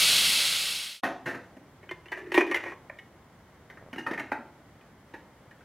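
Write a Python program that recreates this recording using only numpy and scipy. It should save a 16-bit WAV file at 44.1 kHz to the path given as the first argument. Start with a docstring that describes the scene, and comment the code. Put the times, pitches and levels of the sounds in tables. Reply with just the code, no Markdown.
"""A hiss of steam from a pressure cooker in a tiled kitchen fades to silence, then a lid is worked loose close by.
The steam is noise coloured by the vent's resonances. The lid scrapes, drones and knocks its way out of the rim,
and pans and utensils clank: tiny blows set off the ringing modes of the metal, and a room tail is added.
A handle creaks in a short run of dull ticks. Low, steady noise is the kitchen behind the open pot."""
import sys
import numpy as np
from scipy import signal
from scipy.fft import rfft, irfft
from scipy.io import wavfile
from scipy.ndimage import uniform_filter1d

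SR = 44100
rng = np.random.default_rng(int(sys.argv[2]) if len(sys.argv) > 2 else 0)


def log_audio(samples):
    """Write samples as a 16-bit WAV file to the path given in sys.argv[1]."""
    # one column per channel
    frames = np.atleast_2d(samples).T
    # limit to full scale, then quantise
    limited = np.clip(frames, -1, 1)
    pcm = np.round(limited * 32767).astype(np.int16)
    wavfile.write(sys.argv[1], SR, pcm)


N = 248724
TIME, HZ = np.arange(N) / SR, np.fft.rfftfreq(N, 1 / SR)

# What the lid rings with. Each row: pitch in Hz, width in Hz, relative level in dB (before the width counts).
LID_RINGING = [(354, 34.4, 1.5), (594, 84, -10), (716, 270, -12.5), (1270, 250, -20.5), (1882, 65, -3),
               (2410, 100, -10.5), (2980, 48, -20.5), (3525, 42, -23.5), (3900, 32, -28), (4360, 290, -26),
               (5900, 45, -29), (7000, 36, -38), (8760, 80, -75), (10150, 54, -39)]
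# The lid's many weak modes between the main ones. Each row: frequency in Hz, relative level in dB per Hz.
LID_WEAK_MODES = [(150, -63), (290, 0), (400, -1), (480, -19), (600, -10), (900, 4), (1400, -4.5),
                  (1800, 11), (2400, -2), (2800, -9), (3300, -16), (4200, -24), (6000, -16.5),
                  (7800, -28.5), (10000, -24), (15500, -34)]


def steam(flutter_db=0.49, echo_db=-9, treble_db=1.24):
    """Rushing steam is noise shaped by the vent; it fades in a straight line while its treble dulls."""
    # The plain hiss. Each row: frequency in Hz, relative level in dB per Hz.
    jet_colour = [(18, -62.5), (30, -23), (103, -16), (352, -19), (626, -16), (1000, -17.5), (1300, -11),
                  (1740, -11.5), (2200, -3.5), (3180, -0.5), (4580, -2), (5960, -12), (10600, -10),
                  (13100, -20), (15700, -25)]
    # Resonances and hollows of the vent and its weight. 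Each row: centre in Hz, width in Hz, boost or cut in dB.
    vent_peaks = [(1330, 200, 0.5), (1790, 39, -10.5), (1920, 90, 1.5), (2260, 160, 1.5), (2390, 110, -5.5),
                  (2710, 50, 2), (2980, 30, 1.5), (3235, 28, 8), (3670, 30, 0), (4050, 62, 4.5),
                  (4330, 150, 1.5), (5500, 100, 5.5), (5980, 300, -1), (6280, 200, 6.5), (6950, 50, 4),
                  (8436, 30, 1), (9450, 65, 6.5), (10550, 500, -1), (11500, 900, -3.5), (12500, 700, 5.5)]
    level_db, end_s, dulls_db_per_s = -20.4, 1.011, 1

    colour_db = read(jet_colour, HZ)
    for hz, width, db in vent_peaks:
        colour_db = colour_db + db / (1 + (2 * (HZ - hz) / width) ** 2)
    jet = evened(room(noise(colour_db), echo_db))
    treble = band(jet, 7300, 17000, order=1)
    jet = jet + treble * (gain_of(treble_db - dulls_db_per_s * TIME) - 1)
    flutter = evened(noise(read([(8, 1.5), (60, -1), (300, -56)], HZ)))
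    fade = np.maximum(1 - TIME / end_s, 0)
    return gain_of(level_db + flutter_db * flutter) * jet * fade


def lid(lowest_hz=305):
    """The hand-held lid knocks on the rim, close by, so it is damped and fairly dry."""
    # Lid against rim. Each row: start in seconds, strength in dB, weight behind the blow in dB,
    # hardness of the contact in dB, ring of the struck spot in Hz, rattle time in seconds (to fall 60 dB).
    lid_blows = [(1.826, -59.5, 7, -6, 2190, .14), (1.89, -50, -7, 13, 3060, 0.024),
                 (1.909, -42.5, 4, -0.5, 2095, 0.044), (2.056, -58, 5, 10, 2750, 0.051),
                 (2.082, -60.5, -12, 18, 2990, 0.028), (2.116, -37, -4.5, -3, 1930, 0.1),
                 (2.171, -46, 0, -2, 1720, 0.135), (2.317, -40, 4.5, 7.5, 1650, 0.077),
                 (2.3394, -30, 3.5, 7.5, 1850, .15), (2.375, -27.5, 13.5, 1.5, 2410, 0.03),
                 (2.406, -30, -11.5, -13, 2460, 0.024), (2.511, -32.5, -3.5, -4.5, 1858, 0.055),
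                 (2.5419, -30, -8.5, 2.5, 2090, 0.0443), (2.558, -35, -4.5, 3, 2015, 0.088),
                 (2.636, -46, 4.5, -8.5, 2065, 0.021), (2.654, -44.5, 1.5, -19, 2194, 0.27),
                 (2.718, -52, -1, -9, 1094, 0.012), (2.896, -46, -8.5, -25, 1800, 0.0097),
                 (2.986, -50.5, -20, 6, 2190, 0.03)]
    # A plain blow: level over its strength in dB, for thud, body, clang, clink and tick.
    lid_plain_db = [-6.5, -6, 0, -14, -20]

    out = np.zeros(N)
    for s, strength_db, weight_db, hardness_db, spot_hz, rattle_s in lid_blows:
        metal = ring(LID_RINGING, LID_WEAK_MODES, sustain=0.62, spot_hz=spot_hz, spot_db=-3.5,
                     spot_t60=0.065, dense_db=-3.5, dense_t60=0.065)
        metal = band(metal, lowest_hz, 24000, order=6)  # a small plate radiates little below its first mode
        levels_db = registers(lid_plain_db, strength_db, weight_db, hardness_db, spot_hz)
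        add(out, s, knock(metal, levels_db, rattle_s, rattle_db=-10, rattle_lowest_hz=754, wet_db=-10.5))
    return out


def pans():
    """Pans and utensils clank further off: struck metal with more of the room."""
    # Each row: start in seconds, strength in dB, weight behind the blow in dB, hardness of the contact in dB,
    # ring of the struck spot in Hz, rattle time in seconds (to fall 60 dB).
    pan_blows = [(1.0299, -33, 0, 6, 742, 0.21), (1.2545, -35.5, 1.5, 2.5, 1826, .32),
                 (1.343, -46.5, 0, -1, 1550, 0.052), (1.566, -65, 15.5, 10.5, 652, 0.031),
                 (3.698, -52.5, -3.5, 2, 2030, 0.031), (3.771, -55.5, -2, -11, 1770, 0.035),
                 (3.928, -47.5, 5.5, 6.5, 2965, 0.043), (3.958, -53.5, 10, 8, 1720, 0.024),
                 (3.9786, -42, 2.5, 8.5, 2866, 0.1055), (4.0619, -35.5, -4.5, -9, 1335, 0.1),
                 (4.109, -44, 11.5, 4, 1680, 0.039), (4.132, -41, -17, -3, 1990, 0.049),
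                 (4.174, -38, -8, -9, 2050, 0.117), (4.195, -41, -1, 5, 2130, 0.035),
                 (4.3163, -36, 3, -12, 1405, 0.027), (4.809, -69.5, 9, 14, 2450, 0.036),
                 (5.136, -49, 4.5, 0, 1570, 0.073), (5.509, -58, -7, -1, 1795, 0.032),
                 (5.606, -59.5, -23, -13, 1530, 0.038)]
    # What the pans ring with. Each row: pitch in Hz, width in Hz, relative level in dB (before the width counts).
    pan_ringing = [(168, 22, -28.5), (296, 58, 12), (900, 44, 11.5), (1380, 54, -33), (1640, 60, -19),
                   (1850, 32, 19), (2136, 62, 1), (2260, 14, -13), (2600, 35, -21), (3000, 94, -21),
                   (3750, 10, -22), (4900, 33, -18), (5700, 80, -34), (6600, 51, -24)]
    # Weak modes between the main ones. Each row: frequency in Hz, relative level in dB per Hz.
    pan_weak_modes = [(130, 8), (200, -6), (260, 14.5), (520, -1.5), (850, -0.5), (1150, -8), (1500, -1),
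                      (2100, -5.5), (2650, -15), (3100, -41), (3800, -14.5), (5000, -20), (6100, -19),
                      (7800, -30.5), (10000, -24.5), (15500, -32)]
    # A plain blow: level over its strength in dB, for thud, body, clang, clink and tick.
    pan_plain_db = [-5.5, -5.5, 0, -14, -20]

    out = np.zeros(N)
    for s, strength_db, weight_db, hardness_db, spot_hz, rattle_s in pan_blows:
        metal = ring(pan_ringing, pan_weak_modes, sustain=0.4, spot_hz=spot_hz, spot_db=0.0,
                     spot_t60=0.033, dense_db=8, dense_t60=0.075)
        levels_db = registers(pan_plain_db, strength_db, weight_db, hardness_db, spot_hz)
        add(out, s, knock(metal, levels_db, rattle_s, rattle_db=-8.5, rattle_lowest_hz=150, wet_db=-6))
    return out


def drag(waver=0.0885, judder_db=4):
    """With each pull, tiny slips along the rim ring the lid and keep its lowest mode droning unevenly."""
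    # Each row: start in seconds, length in seconds, scrape level in dB, level in dB of the lowest mode's drone.
    lid_pulls = [(2.116, 0.13, -48, -55), (2.232, 0.11, -51.5, -42.5), (2.372, .06, -25.5, -39.5),
                 (2.469, 0.069, -37.5, -36), (2.604, 0.14, -40.5, -58)]
    peak_share, start_db, end_db = 0.71, -3, -14  # each pull gathers speed, then sticks
    start_hz, sag_hz_per_s = 362, 100  # the drone sinks as the lid comes free

    scrape, drone = np.zeros((2, N))
    for s, length, scrape_db, drone_db in lid_pulls:
        # silent outside the pull
        arch_db = np.interp((TIME - s) / length, [0, peak_share, 1], [start_db, 0, end_db], -np.inf, -np.inf)
        scrape = scrape + gain_of(scrape_db + arch_db)
        drone = drone + gain_of(drone_db + arch_db)

    slips = rng.standard_normal(N) * (rng.random(N) < 700 / SR)  # about 700 a second
    metal = ring(LID_RINGING, LID_WEAK_MODES, sustain=0.67, spot_hz=2040, spot_db=-9,
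                 spot_t60=0.031, dense_db=-4.5, dense_t60=0.17)
    grit = evened(band(signal.fftconvolve(slips, metal)[:N], 510, 16000, order=1))

    speed, grip = (noise(read([(30, -2), (70, -3.5), (200, -58)], HZ)) for _ in range(2))
    drone_hz = start_hz - sag_hz_per_s * np.clip(TIME - lid_pulls[0][0], 0, .5)
    cycles = np.cumsum(drone_hz * (1 + waver * speed)) / SR
    hum = evened(np.sin(2 * np.pi * cycles)) * gain_of(judder_db * grip)
    return room(grit * scrape + hum * uniform_filter1d(drone, size=300), wet_db=-18.5)


def creak(pitch_hz=620, t60=0.0077, jitter_s=.0007, uneven_db=1.5, count=7):
    """A handle creaks in a short run of uneven slips, each one a dull, quickly damped tick."""
    start_s, slips_per_s, level_db = 3.815, 83, -38.5
    out, t = np.zeros(N), np.arange(SR // 40) / SR
    for k, (late, loud) in enumerate(rng.standard_normal((count, 2))):
        tick = gain_of(level_db + uneven_db * loud) * np.sin(2 * np.pi * pitch_hz * t) * dying(t, t60)
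        add(out, start_s + k / slips_per_s + jitter_s * late, tick)
    return out


def kitchen():
    """Low, steady room noise that barely wavers; its treble is wide, its bass central."""
    # Colour of the room noise. Each row: frequency in Hz, relative level in dB per Hz.
    kitchen_colour = [(25, -32.5), (50, -8), (75, -4), (120, -2), (250, -6.5), (450, -10.5), (800, -12),
                      (1300, -16), (2150, -19), (2500, -28), (3200, -26.5), (4000, -32), (8000, -38),
                      (15700, -41.5)]
    # Stereo width. Each row: frequency in Hz, level of the side over the middle in dB.
    kitchen_width = [(60, -27), (150, -23.5), (380, -17.5), (950, -14.5), (2380, -7), (5980, 1.5),
                     (15000, -0.5)]
    level_db = -55.5

    waver_db = .35 * noise(read([(3, 0), (15, -8), (80, -60)], HZ))
    mid = noise(read(kitchen_colour, HZ))
    other = noise(read(kitchen_colour, HZ))
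    side = irfft(rfft(other) * gain_of(read(kitchen_width, HZ)), N)
    return gain_of(level_db + waver_db) * np.array([mid + side, mid - side])


def ring(modes, thicket, sustain, spot_hz, spot_db, spot_t60, dense_db, dense_t60):
    """Metal's answer to one tap: its main modes, the ring of the struck spot and a thicket of weak, short modes."""
    t = np.arange(SR * 2 // 3) / SR
    main = np.zeros(len(t))
    for hz, width, db in modes:
        wave = np.sin(2 * np.pi * (hz * t + rng.random()))
        main += gain_of(db) * np.sqrt(width) * dying(t, sustain * 3.34 / width) * wave  # wide modes die sooner
    spot = np.sin(2 * np.pi * spot_hz * t) * dying(t, spot_t60)
    # the weak modes overlap into an even colour, but scatter the tap in time
    colour = gain_of(read(thicket, np.fft.rfftfreq(len(t), 1 / SR)))
    scatter = np.angle(rfft(rng.standard_normal(len(t)) * dying(t, dense_t60)))
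    dense = irfft(colour * np.exp(1j * scatter), len(t)) * dying(t, 4 * dense_t60)
    return evened(main) + gain_of(spot_db) * evened(spot) + gain_of(dense_db) * evened(dense)


def knock(metal, levels_db, rattle_s, rattle_db, rattle_lowest_hz, wet_db):
    """The edges graze, strike and chatter, and the metal answers in five registers."""
    t = np.arange(len(metal)) / SR
    graze_s = .002 + .014 * rattle_s  # the edges graze before the blow, longer for a long rattle
    blow = round(graze_s * SR) + 1
    pressure = np.minimum(t * SR / blow, 1) * dying(np.maximum(t - blow / SR, 0), rattle_s)
    touches = rng.choice([-1., 1.], len(t)) * (rng.random(len(t)) < 4000 / SR)  # about 4000 a second
    # too light to stir the lowest modes much
    chatter = band(touches * pressure, rattle_lowest_hz, 18000, order=1)
    contact = gain_of(rattle_db) * chatter + signal.unit_impulse(len(t), blow)
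    struck = signal.fftconvolve(contact, metal)[:len(t)]
    return balance(room(struck, wet_db), levels_db)


def registers(plain_db, strength_db, weight_db, hardness_db, spot_hz):
    """Weight fills the low end, a hard contact trades body for treble, and slack metal gives more body."""
    # What thud, body, clang, clink and tick gain, in dB, from one dB of weight.
    per_weight = [0.96, 0.46, 0.014, 0, 0.13]
    # What the same five gain, in dB, from one dB of hardness.
    per_hardness = [0.18, -0.24, 0.031, 0.84, 0.43]
    slack_hz, slack_db_per_octave, slack_most_db = 1960, 8, 8.5  # a spot that rings lower is slack metal

    slack_db = np.clip(slack_db_per_octave * np.log2(slack_hz / spot_hz), 0, slack_most_db)
    shape_db = weight_db * np.array(per_weight) + hardness_db * np.array(per_hardness)
    return strength_db + np.array(plain_db) + shape_db + [0, slack_db, 0, 0, 0]


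def balance(sound, levels_db, blend_octaves=.18):
    """A causal filter that brings the attack of each register to its level and blends between registers."""
    # Borders in Hz of the five registers of a blow: thud, body, clang, clink and tick.
    edges_hz = [130, 480, 1400, 2700, 3500, 16500]

    blend, points = 2 ** blend_octaves, []
    for db, lo, hi in zip(levels_db, edges_hz, edges_hz[1:]):
        attack = band(sound, lo, hi, order=7)[:SR * 3 // 50]  # the first 60 ms
        lift_db = db - 20 * np.log10(np.std(attack))
        points += [(lo * blend, lift_db), (hi / blend, lift_db)]
    log_gain = np.log(gain_of(read(points, abs(np.fft.fftfreq(len(sound), 1 / SR)))))
    response = np.exp(np.conj(signal.hilbert(log_gain)))  # minimum phase: nothing sounds before the blow
    balanced = np.fft.ifft(np.fft.fft(sound) * response).real
    return band(balanced, edges_hz[0], edges_hz[-1])


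def room(x, wet_db):
    """Adds the tiled room's tail: dense reflections, each band dying at its own speed."""
    # Each row: frequency in Hz, time to fall 60 dB in seconds.
    room_decay = [(150, 0.63), (400, 0.49), (1000, 0.49), (2000, 0.3), (3000, 0.42), (7000, 0.4),
                  (15000, 0.073)]

    hz, t, z = signal.stft(rng.standard_normal(SR * 2 // 3), SR, nperseg=256)
    shape = dying(t, read(room_decay, hz)[:, None]) * (1 - np.exp(-t / 0.00096))
    tail = signal.istft(z * shape, SR, nperseg=256)[1]
    return x + gain_of(wet_db) * signal.fftconvolve(x, tail / np.linalg.norm(tail))[:len(x)]


def gain_of(db):
    """Decibels to amplitude."""
    return 10 ** (np.asarray(db) / 20)


def evened(x):
    """Scales to an rms (average strength) of 1."""
    return x / np.sqrt(np.mean(x ** 2) + 1e-20)


def read(points, hz):
    """Joins a table of (Hz, value) with straight lines on a log-frequency axis."""
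    f, value = np.transpose(points)
    return np.interp(np.log(hz + 1), np.log(f + 1), value)


def add(mix, s, sound):
    """Lays a sound into the mix at time s."""
    part = mix[round(s * SR):][:len(sound)]
    part += sound[:len(part)]


def band(x, lo_hz, hi_hz, order=3):
    """Causal band-pass: keeps what lies between two frequencies."""
    edges = [lo_hz, min(hi_hz, SR / 2 - 1)]
    return signal.sosfilt(signal.butter(order, edges, "band", fs=SR, output="sos"), x)


def noise(db):
    """Noise of rms 1 with the given spectrum."""
    return evened(irfft(rfft(rng.standard_normal(N)) * gain_of(db), N))


def dying(t, t60):
    """Falls 60 dB in t60 seconds."""
    return np.exp(-np.log(1000) * t / t60)


def scene():
    """Steam first, then the handling of the pot straight ahead, over the kitchen noise."""
    close_s, fade_in_s = 1.029, 0.00061
    close = lid() + pans() + drag() + creak() + kitchen()
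    return steam() + close * np.clip((TIME - close_s) / fade_in_s, 0, 1)


def record(dry):
    """The recorder's band limit: a steep low-pass at 15900 Hz."""
    low_pass = signal.firwin(511, 15900, window=("kaiser", 9), fs=SR)
    return signal.oaconvolve(dry, low_pass[None], "same")


dry = scene()
out = record(dry)
log_audio(out)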